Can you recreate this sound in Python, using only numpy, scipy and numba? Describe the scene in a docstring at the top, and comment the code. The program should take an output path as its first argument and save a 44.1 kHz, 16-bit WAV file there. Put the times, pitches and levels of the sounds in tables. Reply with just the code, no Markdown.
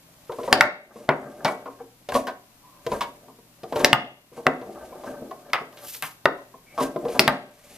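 """Quiet room, table football close to a phone: plastic figures kick a hard ball over a hollow wooden table.
Kicks are clicks and rings of close modes; steel rods knock and tick in their bearings as rattled mode clusters.
Sliding rods and the rolling ball are friction grains through the table's modes; a slow rod sings on a rod mode.
A hand puts the ball back (grainy bright noise); room tone is coloured noise and two faint hums.
The phone's gain control ducks after each loud kick."""
import sys
import numpy as np
from scipy import signal
from scipy.fft import rfft, irfft, next_fast_len
from scipy.io import wavfile
from scipy.ndimage import uniform_filter1d
from numba import njit

SR = 44100
rng = np.random.default_rng(int(sys.argv[2]) if len(sys.argv) > 2 else 0)


def generate_wav(signal):
    """Clip the signal to [-1, 1] and save it as 16-bit WAV at the path in sys.argv[1]."""
    frames = np.transpose(np.atleast_2d(signal))
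    scaled = np.clip(frames, -1, 1) * 32767
    pcm = np.round(scaled).astype(np.int16)
    wavfile.write(sys.argv[1], SR, pcm)


N = 342657

# ball against figure, wall or field: start_s, crack_db, crack_hz, snap_db, clatter_db,
# table_db, table_centre_hz, table_t60_s (at 500 Hz), thud_db
KICK_EVENTS = [(0.5275, 10.5, 3570, -7, -19, -2, 650, 0.1, -25),
               (0.609, 12.5, 2130, -6.5, -13, -4, 1210, 0.18, -26.5),
               (1.0903, -4, 1760, -35, -12.5, -11, 570, .16, -12.5),
               (1.4472, -17.5, 4200, -34, -25, -15.5, 790, 0.29, -29),
               (3.846, 8, 3800, -6, -16, -3, 620, 0.061, -24.5),
               (3.93, 11, 2134, -10, -20.5, -1.5, 1175, .12, -19.5),
               (4.4669, 1, 1840, -26.5, -22, -9, 555, 0.14, -21.5),
               (5.533, -6, 2325, -27.5, -17, -35, 1230, 0.52, -42.5),
               (6.0241, -20.5, 2700, -19, -26.5, -40, 1270, 0.085, -40.5),
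               (6.2558, -0.5, 1637, -28.5, -26, -10.5, 850, 0.15, -31),
               (7.194, 9.5, 4530, -5, -20, -2.5, 650, 0.061, -26),
               (7.278, 9, 2256, -8.5, -14, -1.5, 1154, 0.12, -24.5)]
# resonances of the wooden table: centre_hz, half_width_hz, level_db
TABLE_MODES = [(140, 24, -9), (261.2, 5.6, -6.5), (339, 60, -11.5), (423, 50, -5), (522.5, 40, -9.5),
               (621.4, 56, 0), (742.6, 38, -3), (890.3, 80, -1.5), (1123.7, 84, -3), (1244.5, 170, -3),
               (1503, 110, -5.5), (1726, 15, -8.5), (1950, 53, -6), (2340, 160, -10.5), (2560, 83, -15),
               (3100, 570, -19.5)]
# resonances of a steel rod: centre_hz, half_width_hz, level_db
ROD_MODES = [(474.8, 30, -3.5), (1047, 87, -1), (2220, 38, -13), (2290, 64, -12), (2550, 30, -22),
             (3040, 60, -28), (4180, 52, -24.5), (4510, 54, -32.5)]


def undb(db):
    """dB to gain."""
    return 10 ** (np.asarray(db) / 20)


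def unit(x):
    """Scaled to rms 1."""
    return x / np.sqrt(np.mean(x ** 2))


def colour(x, points):
    """Shapes the spectrum by (Hz, dB) points joined over log frequency."""
    size = next_fast_len(x.shape[-1])
    hz, db = np.transpose(points)
    bin_hz = np.arange(size // 2 + 1) * SR / size
    gain = undb(np.interp(np.log(bin_hz + 1), np.log(hz), db))
    return irfft(rfft(x, size) * gain, size)[..., :x.shape[-1]]


def band(x, lo_hz, hi_hz):
    """Band-pass, upper edge at most 0.45 SR."""
    sos = signal.butter(2, [lo_hz, min(hi_hz, 0.45 * SR)], "band", fs=SR, output="sos")
    return signal.sosfilt(sos, x)


def fade(t_s, t60_s):
    """Exponential decay, 60 dB in t60_s."""
    return np.exp(-np.log(1000) * t_s / t60_s)


def walk(rate_hz):
    """Random levels drawn at rate_hz, slewed from one to the next; spread near 1."""
    hold = int(SR / rate_hz)
    steps = np.repeat(rng.standard_normal(N // hold + 1), hold)
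    return uniform_filter1d(steps, hold)[:N]


def hump(peak_s, rise_s, fall_s):
    """Gain that swells to 1 at peak_s and fades, 24.5 dB over the rise and over the fall."""
    t = np.arange(N) / SR
    return undb(-24.5 * np.maximum((peak_s - t) / rise_s, (t - peak_s) / fall_s))


def ring(peaks, centre_hz, t60_s, octaves=1.5, count=5):
    """One blow: clusters of close modes, loudest near the centre; high ones die first (t60_s at 500 Hz)."""
    hz, half_width_hz, db = np.transpose(peaks)[:, :, None, None]
    t = np.arange(int(min(1.3 * t60_s, 0.3) * SR)) / SR
    spot, size = rng.uniform(-1, 1, (2, len(peaks), count, 1))
    focus_db = -6 * (np.log2(hz / centre_hz) / octaves) ** 2
    weight = undb(db + focus_db) * np.sign(size) * (0.6 + 0.4 * np.abs(size))
    mode_hz = hz + spot * np.maximum(half_width_hz, 0.021 * hz)
    clusters = np.sum(weight * np.sin(2 * np.pi * mode_hz * t), axis=1)
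    y = np.sum(clusters * fade(t, t60_s * (hz[:, 0] / 500) ** -0.3), axis=0)
    return y / np.sqrt(np.sum(weight ** 2))


def add(out, start_s, x):
    """Mixes x into out at start_s."""
    i = int(start_s * SR)
    out[i:i + len(x)] += x[:N - i]


def air():
    """Room tone: wavering coloured noise, wider in the treble, with two faint wavering hums."""
    # noise spectrum: hz, relative_db
    air_shape = [(15, -34), (25, -1.5), (87, -36), (108, -22), (165, -13), (193, -16), (303, -12.5),
                 (395, -21), (1030, -18), (1140, -20), (1840, -25), (14200, -24)]
    # side channel against mid: hz, side_gain_db
    side_shape = [(60, -17), (250, -9.5), (1000, -2), (4000, 4), (12000, 1)]
    # hums, each wavering around its level: hz, rms_db
    hums = [(120, -72), (166, -76.5)]
    t = np.arange(N) / SR
    mid, side = colour(rng.standard_normal((2, N)), air_shape)
    scale = undb(-58.5 + walk(2.4)) / np.std(mid)
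    side = colour(side, side_shape)
    hum = 0
    for hz, db in hums:
        hum = hum + undb(db + 2 * walk(3)) * np.sqrt(2) * np.sin(2 * np.pi * hz * t)
    return scale * np.array([mid + side, mid - side]) + hum


def motion():
    """Gains of rumble, hiss and sway: slides swell and fade, rolls start and stop, kicks jolt the cabinet."""
    # constant floor under all motion: rumble_db, hiss_db, sway_db
    rest_db = (-74.5, -65.5, -72)
    # rods pushed through their bearings: fastest_s, rise_s, fall_s, rumble_db, hiss_db, sway_db
    slides = [(0.48, 0.26, 0.087, -45, -47.5, -58), (0.97, 0.074, 0.33, -45, -52.5, -73),
              (1.48, 0.025, 0.089, -47, -41, -63), (2.162, 0.046, 0.079, -54.5, -30.5, -38.5),
              (2.94, 0.1, 0.13, -37.5, -42.5, -42.5), (3.8, 0.1, 0.095, -29.5, -38, -47),
              (4.372, 0.055, .08, -48.5, -53, -70), (4.85, 0.071, .08, -72, -63, -51),
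              (5.07, 0.088, .12, -45, -53.5, -61.5), (6.831, 0.071, 0.073, -25, -33.5, -43),
              (7.12, 0.11, 0.21, -40, -46, -56), (7.76, 0.37, 0.12, -59, -50, -71.5)]
    # the ball rolling: start_s, length_s, start_rumble_db, end_rumble_db
    rolls = [(0.518, 0.15, -26, -22), (0.626, 0.32, -54.5, -56), (1.1, 0.73, -39.5, -61.5),
             (3.05, 0.23, -56, -75), (3.846, 0.086, -17.5, -42), (3.933, 0.26, -32, -62),
             (4.46, 1.42, -41.5, -61), (6.297, 0.24, -61.5, -64), (6.9, 0.39, -59, -35),
             (7.201, 0.073, -32, -42), (7.3, 0.27, -29, -67)]
    roll_edge_s, roll_hiss_db = 0.029, -19  # hiss relative to rumble
    jolt_db, jolt_t60_s = -39, 0.24  # relative to the kick's table ring
    t = np.arange(N) / SR
    gains = undb(rest_db)[:, None] * np.ones(N)
    for peak_s, rise_s, fall_s, *db in slides:
        gains = gains + undb(db)[:, None] * hump(peak_s, rise_s, fall_s)
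    for start_s, length_s, start_db, end_db in rolls:
        stop_s = start_s + length_s
        on = np.clip(np.minimum(t - start_s, stop_s - t) / roll_edge_s + 0.5, 0, 1)
        roll = on * undb(np.interp(t, [start_s, stop_s], [start_db, end_db]))
        gains = gains + roll * np.array([[1], [undb(roll_hiss_db)], [0]])
    for start_s, _, _, _, _, table_db, *_ in KICK_EVENTS:
        add(gains[2], start_s, undb(table_db + jolt_db) * fade(t[:SR // 2], jolt_t60_s))
    return gains


def rub():
    """Uneven grains of friction shake the table, hiss on the steel and rock the cabinet."""
    # friction hiss spectrum: hz, gain_db
    hiss_shape = [(1500, -12), (2200, -5.5), (3600, -10), (5000, -10), (8000, -7), (12000, -4.5),
                  (15000, -10)]
    rumble_gain, hiss_gain, sway_gain = motion()
    rumble = 0
    # the contact wanders over the board, so different groups of modes take turns
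    for centre_hz in (390, 620, 950):
        grains = rng.standard_normal(N) * rumble_gain * undb(6.2 * walk(60) + 3.5 * walk(14))
        body = ring(TABLE_MODES, centre_hz, 0.097, octaves=0.68, count=8)
        body = body / np.sqrt(np.sum(body ** 2))
        rumble = rumble + 0.48 * signal.fftconvolve(grains, body)[:N]
    grainy = band(rng.standard_normal(N), 870, 8300) * undb(2.3 * walk(150))
    hiss = unit(colour(grainy, hiss_shape))
    sway = unit(band(rng.standard_normal(N), 25, 80))
    return rumble + hiss_gain * hiss + sway_gain * sway


def knocks():
    """A short rattle of contacts rings rod and table; metal ticks and scrapes on the bearing."""
    # rods knocking in their bearings, soft touches of the ball:
    # start_s, ring_db, ring_centre_hz, tick_db, rattle_ms
    knock_events = [(0.295, -22, 574, -66.5, 7.3), (0.32, -24, 546, -43.5, 13), (0.386, -21, 497, -53, 18),
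                    (0.432, -25, 436, -42, 17), (0.477, -16, 595, -43, 11), (0.958, -31.5, 480, -55.5, 9.2),
                    (0.996, -38.5, 585, -62, 25), (1.084, -28, 900, -59, 5), (1.451, -10, 1254, -25, 21),
                    (1.657, -21.5, 616, -55, 25), (1.801, -31, 520, -67.5, 13.3),
                    (1.478, -14, 1298, -43, 13), (2.088, -21, 494, -32, 14),
                    (2.121, -13.5, 498, -28.5, 4.7), (2.143, -20.5, 261, -24.5, 7.8),
                    (2.151, -8.5, 640, -30, 28), (2.269, -14.5, 1090, -30.5, 22.6),
                    (2.865, -16.5, 474, -30, 7.1), (2.917, -16.5, 440, -34, 17),
                    (3.008, -13.5, 1053, -26, 23.5), (3.28, -34.5, 479.5, -64, 16),
                    (3.387, -44, 477, -71, 8.3), (3.633, -21, 487, -41, 9.6), (3.724, -15.5, 479, -37, 9.5),
                    (3.758, -12.5, 477, -30.5, 18), (3.8, -17, 457, -35, 24), (4.317, -39.5, 398, -66, 16),
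                    (4.376, -28, 435, -56, 16), (4.614, -26.5, 495, -48, 14),
                    (4.924, -33.5, 593, -67.5, 12), (5.036, -26, 560, -49, 13),
                    (5.31, -25.5, 637, -46.5, 11.3), (5.498, -41, 1500, -50.5, 8.3),
                    (5.608, -26.5, 500, -53.5, 16), (5.727, -43.5, 995, -52, 8.6),
                    (5.772, -41.5, 444, -45, 33), (5.945, -44, 590, -38.5, 16), (6.38, -36.5, 866, -55, 10),
                    (6.54, -33.5, 472, -72, 8.2), (6.778, -13, 483, -39, 27),
                    (6.805, -13.5, 393, -34.5, 20), (6.961, -21.5, 470, -45, 7.3),
                    (7.052, -20.5, 500, -42.5, 6.8), (7.084, -24.5, 423, -40.5, 16),
                    (7.145, -20, 486, -46, 28), (7.495, -50, 600, -53, 3)]
    rod_share, scrape_db = 0.51, -14.5  # rod's part of the ring; scrape relative to tick
    out, t = np.zeros(N), np.arange(int(0.2 * SR)) / SR
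    bodies = (rod_share, ROD_MODES, 0.1), (1 - rod_share, TABLE_MODES, 0.08)
    for start_s, db, centre_hz, tick_db, rattle_ms in knock_events:
        noise = rng.standard_normal((3, len(t)))
        swell = (t + 0.001) * np.exp(-t * 3000 / rattle_ms)
        rattle = noise[0] * swell / np.sqrt(np.sum(swell ** 2))
        rattle[0] = 0.44  # the first contact
        for share, peaks, t60_s in bodies:
            body = ring(peaks, centre_hz, t60_s, octaves=1.2, count=9)
            add(out, start_s, undb(db) * share * signal.fftconvolve(body, rattle))
        tick = unit(band(noise[1], 1300, 4400)) * fade(t, 0.0063 + 0.0048 * rattle_ms)
        scrape = unit(band(noise[2], 6100, 19000)) * fade(t, 0.014 + 0.0043 * rattle_ms)
        add(out, start_s, undb(tick_db) * tick)
        add(out, start_s, undb(tick_db + scrape_db) * scrape)
    return out


def kicks():
    """A click rings the hard plastic for a few cycles; a broad snap, loose parts clatter, the table rings."""
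    # resonances of a plastic figure: centre_hz, half_width_hz, level_db
    figure_modes = [(1394, 220, -1), (1995, 250, 0), (2697, 150, -5), (3520, 380, -5), (4480, 370, -4.5),
                    (5070, 440, -1.5), (6220, 560, -11)]
    crack_t60_s = 0.031
    thud_hz, thud_t60_s = 175, 0.065  # the hollow of the cabinet
    out, t = np.zeros(N), np.arange(int(0.25 * SR)) / SR
    impulse = np.eye(1, len(t))[0]
    for start_s, db, hz, snap_db, clatter_db, table_db, centre_hz, t60_s, thud_db in KICK_EVENTS:
        noise = rng.standard_normal((2, len(t)))
        crack = ring(figure_modes, hz, crack_t60_s, octaves=0.89, count=10)
        click = band(impulse, 0.25 * hz, 1.85 * hz)
        snap = unit(band(noise[0], 4400, 0.45 * SR)) * fade(t, 0.01)
        loose = band(noise[1], 0.3 * hz, 1.4 * hz)
        loose = band(loose, 300, 1.5 * hz)
        loose = band(loose, 200, 1.2 * hz)
        clatter = unit(loose) * fade(t, 0.15)
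        add(out, start_s, undb(db) * crack)
        add(out, start_s, undb(db + 11) * click)
        add(out, start_s, undb(snap_db) * snap)
        add(out, start_s, undb(clatter_db) * clatter)
        add(out, start_s, undb(table_db) * ring(TABLE_MODES, centre_hz, t60_s, octaves=0.93, count=8))
        add(out, start_s, undb(thud_db) * ring(TABLE_MODES, thud_hz, thud_t60_s, octaves=0.58))
    return out


def creep():
    """A slowly creeping rod sings: faint friction noise through a narrow part of its modes."""
    # start_s, length_s, rms_db before the fades, centre_hz
    creeps = [(2.6, .26, -60, 1050), (6.655, 0.11, -57, 2200)]
    out = np.zeros(N)
    for start_s, length_s, db, centre_hz in creeps:
        noise = rng.standard_normal(int(length_s * SR))
        body = ring(ROD_MODES, centre_hz, 0.06, octaves=0.25)
        song = signal.fftconvolve(noise, body)[:len(noise)]
        add(out, start_s, undb(db) * unit(song) * signal.windows.tukey(len(noise), 0.4))
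    return out


def brush():
    """A hand brushes ball and table edge: bright, grainy skin noise."""
    # loudest_s, rise_s, fall_s, level_db
    brushes = [(5.89, 0.14, 0.11, -38.5), (5.949, 0.046, .09, -37), (6.035, 0.016, .12, -38.5)]
    skin = band(rng.standard_normal(N), 2400, 16000)
    grain = unit(skin * undb(3 * walk(200)))
    return grain * sum(undb(db) * hump(peak_s, rise_s, fall_s) for peak_s, rise_s, fall_s, db in brushes)


def room(x):
    """Direct sound, a little earlier on the right, plus a diffuse tail that dies band by band."""
    # tail bands: hz, t60_s, mid_db, side_db
    tail_bands = [(216, 0.35, 4, -17), (443, 0.34, -3, -15.5), (1000, 0.29, -4.5, -9),
                  (2200, 0.42, -16, -10), (5300, 0.27, -10.5, -11.5), (10900, 0.064, -2, -0.5)]
    t = np.arange(int(0.5 * SR)) / SR
    onset = np.minimum(t / 0.0093, 1)
    tail = 0
    for hz, t60_s, mid_db, side_db in tail_bands:
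        noise = band(rng.standard_normal((2, len(t))), hz / 1.32, hz * 1.85) * fade(t, t60_s) * onset
        norm = np.sqrt(np.sum(noise ** 2, axis=1, keepdims=True) * SR / hz)
        tail = tail + undb([[mid_db], [side_db]]) * noise / norm
    mid, side = signal.fftconvolve(x[None], tail, axes=1)[:, :N]
    # a slope term in the side delays left and advances right by under a sample
    side = side + 0.37 * (np.roll(x, 1) - np.roll(x, -1))
    return np.array([x + mid + side, x + mid - side])


def scene():
    """All sources, slightly louder on the left; small parts radiate little bass."""
    left_db = 1.5  # left minus right
    blows = band(kicks() + knocks(), 110, 0.45 * SR)
    sound = room(blows + rub() + creep() + brush()) + air()
    return sound * undb([[left_db / 2], [-left_db / 2]])


@njit
def follow(x, attack, release):
    """Envelope that rises fast and falls slowly."""
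    e, out = 0., np.empty(len(x))
    for i in range(len(x)):
        e += (x[i] - e) * (attack if x[i] > e else release)
        out[i] = e
    return out


def record(dry):
    """Microphone colour; gain control ducks after loud blows and creeps back; peaks clip; the top is cut."""
    # microphone response: hz, gain_db
    mic_shape = [(40, -3), (150, 6), (6000, -2.5), (8500, -4), (13000, 1)]
    attack_s, release_s, threshold_db, top_hz = 0.02, 0.25, -23, 14350
    sound = colour(dry, mic_shape)
    envelope = follow(np.abs(sound).mean(axis=0), 1 / (attack_s * SR), 1 / (release_s * SR))
    gain = np.minimum(undb(threshold_db) / (envelope + 1e-9), 1) ** 0.6
    clipped = np.clip(sound * gain, -0.98, 0.98)
    return signal.sosfilt(signal.ellip(10, 0.2, 75, top_hz, fs=SR, output="sos"), clipped)


dry = scene()
out = record(dry)
generate_wav(out)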